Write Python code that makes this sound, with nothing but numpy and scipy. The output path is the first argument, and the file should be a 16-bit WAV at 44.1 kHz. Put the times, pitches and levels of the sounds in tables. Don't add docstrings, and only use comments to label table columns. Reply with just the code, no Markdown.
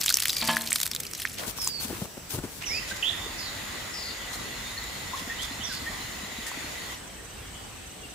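import sys
import numpy as np
from scipy import signal
from scipy.fft import rfft, irfft, next_fast_len
from scipy.io import wavfile
from scipy.ndimage import uniform_filter1d, map_coordinates

SR = 44100
rng = np.random.default_rng(int(sys.argv[2]) if len(sys.argv) > 2 else 0)


def transcribe(signal):
    frames = np.atleast_2d(signal).T
    limited = np.clip(frames, -1, 1)
    pcm = np.round(limited * 32767).astype(np.int16)
    wavfile.write(sys.argv[1], SR, pcm)


N = 358974
T = np.arange(N) / SR
BED_S, FIELD_S = 2.66, 6.95

# (frequency [Hz], relative density [dB per Hz])
SPRAY_SPECTRUM = [(240, -48), (400, -16), (605, -48), (663, -21), (900, -17.5), (1220, -8.5), (5910, -4),
                  (6780, -5.5), (14800, -4.5), (15500, -7)]


def amp(db):
    return 10 ** (np.asarray(db) / 20)


def unit(x):
    return x / np.sqrt(np.mean(x ** 2) + 1e-20)


def read(points, hz):
    f, value = np.transpose(points)
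    return np.interp(np.log(hz + 1), np.log(f + 1), value)


def add(mix, s, sound):
    part = mix[:, max(round(s * SR), 0):][:, :sound.shape[-1]]
    part += sound[..., :part.shape[-1]]


def noise(*shape):
    return rng.standard_normal((2, *shape))


def colour(x, points):
    size = next_fast_len(x.shape[-1])
    gain = amp(read(points, np.fft.rfftfreq(size, 1 / SR)))
    return irfft(rfft(x, size) * gain, size)[..., :x.shape[-1]]


def resonate(x, hz, width_hz):
    hz = min(hz, SR / 2 - 1000)
    return signal.lfilter(*signal.iirpeak(hz, hz / min(width_hz, SR / 4), SR), x)


def wander(rate_hz, size):
    knots = rng.standard_normal(int(size * rate_hz / SR) + 4)
    return map_coordinates(knots, [1 + np.arange(size) * rate_hz / SR], order=3, mode="nearest")


def pair(z, same):
    same = np.clip(same, 0, 1)
    return np.array([z[0], same * z[0] + np.sqrt(1 - same ** 2) * z[1]])


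def pan(db):
    return amp([[db / 2], [-db / 2]])


def spaced(x, side_db, lag_s=.0000075):
    x = x * np.ones((2, 1))
    size = next_fast_len(x.shape[1])
    lag = np.exp(-2j * np.pi * np.fft.rfftfreq(size, 1 / SR) * lag_s * side_db)
    right = irfft(rfft(x[1], size) * lag, size)[:x.shape[1]]
    return np.array([x[0], right]) * pan(side_db)


def moments(start, end, per_s):
    slots = np.arange(start, end, 1 / per_s)
    chance = rng.random((len(slots), 3))
    return np.column_stack([slots + chance[:, 0] / per_s, 2 * chance[:, 1:] - 1])


def splats(crack=0.33, slop=0.12, lead=0.64, slop_decay=3.7, spray_decay=1.36, spray_crack=0.35,
           clump_db=5.0, width=0.18, spray_trim_db=-1, same=0.95):
    # (time [s], ring level [dB], cavity pitch [Hz], spray level before the trim [dB])
    big_drops = [(0.0069, -27, 5790, -25), (0.0343, -36, 4600, -29), (0.062, -23, 7430, -21),
                 (0.0817, -22, 3400, -34), (0.093, -24, 4600, -20.5), (0.1028, -24.5, 4250, -20.5),
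                 (0.1082, -29.5, 1530, -31), (0.126, -29, 6270, -28), (0.1416, -16, 5900, -33),
                 (0.156, -29, 5680, -32), (0.171, -24, 5620, -20), (0.2019, -44, 6090, -22),
                 (0.223, -28, 4500, -22), (0.2357, -39, 8600, -24), (0.256, -24, 2690, -22.5),
                 (0.2829, -26.5, 9300, -25), (0.296, -23.5, 3640, -22.5), (0.304, -25, 5150, -44),
                 (0.368, -25, 4850, -27.5), (0.415, -27.5, 4400, -32), (0.476, -28.5, 4910, -27),
                 (0.5686, -21, 1740, -26), (0.675, -31, 4150, -29), (0.7076, -27, 8500, -38),
                 (0.72, -25.5, 2360, -36), (0.7298, -21.5, 8000, -25), (0.759, -32, 8980, -19.5),
                 (0.8025, -32, 7060, -25), (0.8145, -36, 7000, -23.5), (0.832, -28, 3800, -21.5),
                 (0.8586, -37, 3850, -27), (0.8657, -41, 4970, -24.5), (0.877, -39, 7920, -30),
                 (0.9146, -31, 5000, -28), (0.9347, -34.5, 3640, -39), (0.95, -32.5, 7450, -26),
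                 (0.9627, -30.5, 3750, -32), (1.0027, -31.5, 8000, -27), (1.0347, -37, 5260, -34.5),
                 (1.052, -39, 2625, -37), (1.0675, -36, 4890, -35), (1.1134, -39, 8420, -42),
                 (1.1357, -36, 5790, -33), (1.151, -35, 5900, -35), (1.2002, -40, 5470, -31.5),
                 (1.22, -34, 3340, -31), (1.2525, -23, 1860, -38), (1.274, -37, 2610, -42),
                 (1.619, -32.5, 5600, -34), (1.6464, -30, 9050, -45), (1.675, -22.5, 7440, -30)]
    flatten_s = 0.002
    clean_halves_db = 12.5
    out, t = np.zeros((2, N)), np.arange(-512, 1024) / SR
    span = np.sqrt(.006 * SR / len(t))
    before, after = np.minimum(t, 0), np.maximum(t, 0)
    for s, cavity_db, hz, droplets_db in [*big_drops, *small_drops()]:
        length = flatten_s * 2 ** (-max(cavity_db - droplets_db, 0) / clean_halves_db)
        push = pair(noise(len(t)), same)
        mist = pair(noise(len(t)), same)
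        slap = np.exp((3 * before - after) / (crack * length))
        mud = np.exp(before / (lead * length)) * amp(clump_db * wander(1071, len(t)))
        blow = push * (slap + slop * mud * np.exp(-after / (slop_decay * length)))
        ring = resonate(resonate(blow, hz, width * hz), hz, hz)
        burst = spray_crack * slap + mud * np.exp(-after / (spray_decay * length))
        spray = colour(mist * burst, SPRAY_SPECTRUM)
        sound = amp(cavity_db) * unit(ring) + amp(droplets_db + spray_trim_db) * unit(spray)
        start = s + t[0] - crack * length / 2
        add(out, start, span * spaced(sound, rng.normal(0, 1.7), lag_s=.000005))
    return out


def small_drops(until_s=0.85, per_s=26, start_db=-31.5, fall_db_per_s=3.5, spread_db=3, ring_db=-2):
    rows = []
    for s, pitch, size in moments(0, until_s, per_s):
        db = start_db - fall_db_per_s * s + spread_db * size
        rows.append((s, db + ring_db, np.interp(pitch, [-1, 1], [2540, 8950]), db))
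    return rows


def spatter(per_s=420, trim_db=-1.5, decay_s=0.0022, width=0.25, same=0.92):
    # (time [s], level before the trim [dB])
    thinning = [(0, -33.5), (.1, -30), (.25, -38.5), (.5, -31), (.62, -38), (.77, -34.5), (.9, -50),
                (1.1, -47), (1.21, -36.5), (1.361, -44)]
    out, t = np.zeros((2, N)), np.arange(512) / SR
    s, db = np.transpose(thinning)
    for when, pitch, side in rng.random((int(per_s * s[-1]), 3)):
        hz = 1800 + 12500 * pitch ** 1.3
        fizz = pair(noise(len(t)), same) * np.sqrt(t) * np.exp(-t / decay_s)
        add(out, when * s[-1], unit(resonate(fizz, hz, width * hz)) * pan(6 * (side - .5)))
    out = colour(out, SPRAY_SPECTRUM)
    return out / np.std(out[:, T < s[-1]]) * amp(np.interp(T, s, db) + trim_db)


def pail(scrape_s=0.01, rattle=0.4, rattle_s=0.1):
    # (time [s], ring level [dB], scrape level [dB], force [Hz])
    knocks = [(0.4209, -33, -28.5, 496), (0.4859, -30, -25, 2487)]
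    # (frequency [Hz], relative level [dB], time to fall by 60 dB [s])
    modes = [(163, -5, 0.34), (229.6, -2.5, 0.73), (246, -16, 0.33), (317.7, -16.5, 1), (537, -9, .35),
             (645, -4.5, 0.61), (730, -9, 0.47), (897, 3, .38), (1040, 0, .42), (1694, 2, .36),
             (1280, -20, .3), (1720, 4, 0.33), (2060, -13, 0.3), (2630, -11, .4), (3120, 10, 0.13),
             (3280, 2, 0.19), (3630, -6, 0.23), (3898, -15, 0.31), (4450, 4, 0.2), (4700, -3, 0.2)]
    grit_spectrum = [(80, -20), (200, -22), (900, 6.0), (3500, 6.5), (7000, -13), (15000, -10)]  # (Hz, dB)
    out, t = np.zeros((2, N)), np.arange(SR) / SR
    for s, ring_db, scrape_db, dull_hz in knocks:
        ring = np.zeros((2, len(t)))
        for hz, db, t60 in modes:
            phase = 2 * np.pi * rng.random() + rng.normal(0, 0.11, (2, 1))
            tone = np.sin(2 * np.pi * hz * t + phase)
            ring += amp(db - 60 * t / t60) * tone / np.hypot(1, hz / dull_hz)
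        grit = pair(noise(len(t)), 0.95) * amp(3.8 * wander(500, len(t)))
        grit = unit(colour(grit, grit_spectrum))
        scrape = grit * (np.exp(-t / scrape_s) + rattle * np.exp(-t / rattle_s))
        onset = np.minimum(t / 0.00067, 1)
        add(out, s, (amp(ring_db) * ring + amp(scrape_db) * scrape) * onset)
    return out


def feet(attack_s=0.017, release_s=0.015, lump_db=4.4, grit_db=2.5):
    # (time [s], length [s], dull scuff level before a 1 dB cut [dB], dry rustle level [dB])
    slides = [(1.379, .11, -45.5, -40), (1.464, 0.037, -45, -35.5), (1.556, .03, -45, -36),
              (1.605, 0.089, -54, -35), (1.794, 0.057, -41.5, -31), (1.858, 0.19, -39, -41.5),
              (2.163, 0.014, -39, -51), (2.289, 0.062, -49, -33), (2.323, 0.066, -36.5, -49),
              (2.418, 0.039, -36.5, -52), (2.487, .1, -49, -44.5)]
    # (frequency [Hz], relative density [dB per Hz])
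    scuff_spectrum = [(45, -2), (85, 3), (130, -3), (230, 1.5), (420, -1), (750, -10.5), (1400, -15.5),
                      (3000, -26)]
    # (frequency [Hz], relative density [dB per Hz])
    rustle_spectrum = [(530, -34), (900, -1), (1230, -8), (1560, -3), (1750, -7), (2310, -3.5),
                       (3030, -1.5), (15500, -1)]
    scuff = unit(colour(pair(noise(N), 1.0) * amp(lump_db * wander(90, N)), scuff_spectrum))
    rustle = unit(colour(pair(noise(N), 0.11) * amp(grit_db * wander(700, N)), rustle_spectrum))
    step = np.zeros((2, N))
    for s, length, scuff_db, rustle_db in slides:
        press = np.clip((T - s) / attack_s, 0, 1)
        press = press * np.exp(-np.maximum(T - s - length, 0) / release_s)
        step += press * (scuff * amp(scuff_db - 1) + rustle * amp(rustle_db))
    return spaced(step, side_db=5.5, lag_s=.00002)


def thuds(grain=0.15, decay_cycles=1.6):
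    # (time [s], level before the envelope [dB], pitch [Hz])
    clear_thuds = [(1.586, -23.5, 1100), (1.672, -19, 1020), (1.849, -26.5, 238), (1.928, -21.5, 340),
                   (2.017, -20, 185), (2.338, -23, 130), (2.38, -23.5, 145), (2.437, -25, 209),
                   (3.263, -26, 404), (5.22, -28, 245), (5.274, -28.5, 252), (5.509, -27, 260),
                   (5.595, -26.5, 230), (6.516, -20.5, 1010)]
    out, t = np.zeros((2, N)), np.arange(SR // 8) / SR
    for s, db, hz in [*clear_thuds, *plops()]:
        body = np.sin(2 * np.pi * hz * t) + grain * unit(resonate(noise(len(t)), hz, hz))
        envelope = (1 - np.exp(-t * hz * 2)) * np.exp(-t * hz / decay_cycles)
        add(out, s, amp(db) * body * envelope * pan(0.82))
    return out


def plops(from_s=5.6, to_s=6.7, per_s=9, centre_hz=232, level_db=-29.5, spread_db=3, spread_octaves=0.38):
    return [(s, level_db + spread_db * size, centre_hz * 2 ** (spread_octaves * pitch))
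            for s, pitch, size in moments(from_s, to_s, per_s)]


def leaves(width=0.88):
    # (time [s], length [s], level [dB], centre frequency [Hz])
    swishes = [(1.369, 0.049, -37.5, 3360), (1.373, 0.11, -41, 730), (1.9, 0.1, -45.5, 1290),
               (2.6, 0.051, -40, 2100), (2.865, 0.073, -40, 3980), (2.956, 0.023, -41, 5000),
               (4.828, 0.024, -45, 6000), (4.312, 0.066, -42, 6500), (5.149, 0.072, -42, 3570),
               (5.403, 0.068, -39, 5500), (5.712, 0.058, -40.5, 4800), (6.456, 0.051, -39, 6500)]
    out = np.zeros((2, N))
    for s, length, db, hz in swishes:
        size = max(int(length * SR), 64)
        hiss = pair(noise(size), 0.29) * amp(2.8 * wander(409, size))
        hiss = resonate(hiss, hz, width * hz)
        add(out, s, amp(db) * unit(hiss * signal.windows.tukey(size, .7)))
    return out


def birds(buzz_hz=150, buzz_depth=0.087, flutter_db=1.5):
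    out = np.zeros((2, N))
    for s, length, start_hz, end_hz, bend, db, buzz, side_db in notes():
        u = np.linspace(0, 1, max(int(length * SR), 64))
        tremble = np.sin(2 * np.pi * buzz_hz * length * u) + 0.36 * wander(493.0, len(u))
        glide = end_hz + (start_hz - end_hz) * (1 - u) ** bend
        hz = glide * (1 + buzz * buzz_depth * tremble)
        flutter = amp(flutter_db * wander(223.6, len(u)))
        note = np.sin(2 * np.pi * np.cumsum(hz) / SR) * flutter * signal.windows.tukey(len(u), .35)
        add(out, s, amp(db) * spaced(unit(note), side_db))
    return out


def notes(chatter_s=0.045, chatter_octaves=0.2, chatter_glide=0.035, chatter_buzz=0.23, chatter_side_db=4):
    # (time [s], length [s], start pitch [Hz], end pitch [Hz],
    # level [dB], buzz [0-1], left-right difference [dB])
    slurs = [(0.26, .23, 5150, 4480, -41.5, 0.32, 7), (1.558, 0.28, 5890, 4400, -38.5, 0.29, -8),
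             (2.65, .15, 6230, 4820, -35, 0.53, -7), (3.367, 0.15, 5800, 3980, -41.5, 1, -8),
             (3.912, .24, 5570, 4450, -41, 0.83, 4.5), (5.632, .17, 5820, 4550, -42.5, 1, -7)]
    # (time [s], level [dB])
    rises = [(3.03, -29), (5.381, -39.5), (5.602, -40.5)]
    # (time [s], level [dB])
    pips = [(3.122, -44.5), (4.766, -43.5), (5.295, -36.5), (5.492, -46), (5.859, -36.5), (6.462, -42.5),
            (7.18, -54)]
    # (time [s], length [s], start pitch [Hz], end pitch [Hz], level [dB], left-right difference [dB])
    single_notes = [(0.35, 0.12, 2350, 2360, -47.5, 9), (2.635, 0.015, 2060, 3050, -37, -3),
                    (2.663, 0.014, 3360, 2240, -41, -4), (2.687, 0.12, 1980, 2704, -37, -4),
                    (2.91, 0.016, 1546, 1580, -34.5, -5), (3.025, 0.011, 3470, 2560, -25.5, -7),
                    (4.775, 0.016, 4170, 4400, -36.5, 4), (5.132, 0.022, 934, 1145, -33, 4),
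                    (5.634, .026, 5670, 5900, -38, -10), (5.69, .042, 1740, 1487, -42, 0),
                    (7.455, .035, 3500, 2700, -57, 5), (7.524, .08, 3080, 2980, -54, 8),
                    (8.03, .03, 2850, 2760, -47.5, 6)]
    # (start [s], end [s], rate [notes per s], centre pitch [Hz], level [dB])
    chatter = [(3.499, 6.898, 15, 3853, -52), (6.951, 8.1, 15, 2907, -58)]
    rise_s, rise_start_hz, rise_end_hz, rise_side_db = 0.076, 2850, 3570, -8.5
    rows = []
    for s, length, high, low, db, buzz, side in slurs:
        rows.append((s, length, high, low, 1.9, db, buzz, side))
    for s, db in rises:
        rows.append((s, rise_s, rise_start_hz, rise_end_hz, 1.9, db, 0.49, rise_side_db))
        rows.append((s + rise_s, 0.2, rise_end_hz, rise_end_hz, 1, db - 16.5, 0.25, rise_side_db))
    for s, db in pips:
        rows.append((s, 0.034, 1813, 1880, 1, db, 0.16, 0))
    for s, length, first, last, db, side in single_notes:
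        rows.append((s, length, first, last, 1.6, db, 0.04, side))
    for start, end, per_s, centre_hz, db in chatter:
        for s, pitch, slope in moments(start, end, per_s):
            hz = centre_hz * 2 ** (chatter_octaves * pitch)
            end_hz = hz * (1 + chatter_glide * slope)
            side = chatter_side_db * rng.normal()
            rows.append((s, chatter_s, hz, end_hz, 1, db, chatter_buzz, side))
    return rows


def trills(waver=0.021, uneven_db=6.0):
    # (time [s], length [s], pitch [Hz], mean rate [strokes per s], level [dB])
    far_trills = [(4.303, 0.78, 4260, 29, -53), (4.55, .2, 3710, 13, -51), (5.895, 0.55, 3940, 13.2, -57),
                  (6.348, 0.59, 3970, 17, -66)]
    out = np.zeros((2, N))
    for s, length, hz, per_s, db in far_trills:
        size = int(length * SR)
        rate = per_s * (1 + 0.42 * wander(17.3, size))
        strokes = np.sin(np.pi * np.cumsum(rate) / SR) ** 4
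        tone = np.sin(2 * np.pi * np.cumsum(hz * (1 + waver * wander(121, size))) / SR)
        uneven = amp(uneven_db * wander(20.6, size))
        add(out, s, amp(db) * spaced(unit(tone * strokes * uneven), -2.0))
    return out


def cricket(per_s=13, hz=6120, sag=0.032, length_s=0.027, level_db=-57, spread_db=3):
    out, u = np.zeros((2, N)), np.linspace(0, 1, int(length_s * SR))
    for s, pitch, size in moments(FIELD_S, T[-1], per_s):
        phase = 2 * np.pi * np.cumsum(hz * (1 + .012 * pitch + sag * (.5 - u))) / SR
        stroke = unit(np.sin(phase) * np.sin(np.pi * u))
        add(out, s, amp(level_db + spread_db * size) * spaced(stroke, -10.5))
    return out


def motor(start_s=7.48, start_hz=196, end_hz=187, level_db=-57):
    size = N - int(start_s * SR)
    turns = np.cumsum(np.linspace(start_hz, end_hz, size)) / SR
    drone = np.zeros((2, size))
    for channel in drone:
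        for k in range(4, 18):
            harmonic = np.sin(2 * np.pi * (k * turns + rng.random()))
            channel += harmonic * amp(3 * wander(5.6, size)) / np.sqrt(k)
    out = np.zeros((2, N))
    add(out, start_s, amp(level_db) * unit(drone * signal.windows.tukey(size, .2)))
    return out


def insects(choruses, throb_db=1):
    out = np.zeros((2, N))
    for hz, width_hz, db in choruses:
        band = resonate(resonate(pair(noise(N), 0.36), hz, width_hz), hz, width_hz)
        out += unit(band) * amp(db + throb_db * wander(60, N))
    return out


def air(spectrum, level_db, patch_db, swell_db=-0.46):
    # (frequency [Hz], likeness [0-1])
    likeness = [(25, 0.995), (60, 0.96), (130, 0.93), (290, 0.29), (640, 0.27), (1400, 0.26), (3100, 0.27),
                (7000, 0), (15000, 0.2)]
    frames, hz = N // 512 + 5, np.fft.rfftfreq(2048, 1 / SR)
    z = noise(frames, len(hz)) + 1j * noise(frames, len(hz))
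    z = pair(z, read(likeness, hz))
    patches = rng.standard_normal((frames, len(hz)))
    patches = uniform_filter1d(patches, size=8, axis=0)
    patches = unit(uniform_filter1d(patches, size=20, axis=1))
    z = z * amp(read(spectrum, hz) + patch_db * patches)
    wash = signal.istft(z.transpose(0, 2, 1), nperseg=2048, noverlap=1536)[1][:, :N]
    return unit(wash) * amp(level_db + swell_db * wander(4.39, N))


def echoes(x, t60, dull_hz):
    t = np.arange(SR // 2) / SR
    sparse = (rng.random((2, len(t))) < .1) * (t > .004)
    taps = noise(len(t)) * sparse * amp(-60 * t / t60)
    taps = signal.lfilter(*signal.butter(1, min(dull_hz, SR / 2.5), fs=SR), taps)
    return signal.oaconvolve(x, taps / np.linalg.norm(taps[0]), axes=1)[:, :N]


def during(start, end, fade=0.087):
    rise = np.clip((T - start) / fade + .5, 0, 1) if start > fade else 1
    fall = np.clip((end - T) / fade + .5, 0, 1) if end < T[-1] - fade else 1
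    return np.sin(np.pi / 2 * rise * fall)


def scene():
    # (frequency [Hz], relative density [dB per Hz])
    soil_air = [(20, -22), (45, 0.5), (70, 0.5), (130, 0), (400, -6), (1000, -11), (3000, -13), (7000, -16),
                (10000, -18), (15500, -18.5)]
    # (frequency [Hz], relative density [dB per Hz])
    bed_air = [(20, -21), (45, 5.5), (70, 3), (130, -2.5), (240, -2.5), (450, -5.5), (1500, -5.5),
               (2700, -6.5), (3800, -7), (5500, -11), (6100, -11.5), (8500, -14.5), (15500, -19.5)]
    # (frequency [Hz], relative density [dB per Hz])
    field_air = [(20, -19), (45, 2), (70, 2.5), (130, -3.5), (400, -7.5), (1200, -12.5), (3000, -13.5),
                 (4500, -16.5), (6500, -19), (10000, -23), (15500, -27)]
    choruses = {"soil": [(7800, 1000, -54.5), (5800, 800, -58)], "bed": [(1970, 224, -45.5),
                (3750, 760, -55.5), (6920, 760, -48.5)], "field": [(8030, 1200, -52), (5920, 220, -65),
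                (3000, 330, -65), (1820, 270, -64)]}
    near = splats() + spatter() + pail() + feet() + thuds() + leaves()
    near_scatter = amp(-22.5) * echoes(near, t60=0.5, dull_hz=8050)
    song = birds() + trills()
    tree_echo = amp(-10.0) * echoes(song, t60=0.45, dull_hz=7000)
    soil = air(soil_air, level_db=-43.0, patch_db=1.8) + insects(choruses["soil"])
    bed = air(bed_air, level_db=-37.5, patch_db=1.5) + insects(choruses["bed"])
    field = air(field_air, level_db=-43.0, patch_db=1.3) + insects(choruses["field"])
    field += cricket() + motor()
    places = soil * during(0, BED_S) + bed * during(BED_S, FIELD_S) + field * during(FIELD_S, T[-1])
    return near + near_scatter + song + tree_echo + places


def record(dry, low_cut_hz=36, edge_hz=15600):
    low_cut = signal.butter(4, low_cut_hz, "highpass", fs=SR, output="sos")
    band_limit = signal.firwin(511, edge_hz, window=("kaiser", 9), fs=SR)
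    return signal.oaconvolve(signal.sosfilt(low_cut, dry), band_limit[None], "same")


dry = scene()
out = record(dry)
transcribe(out)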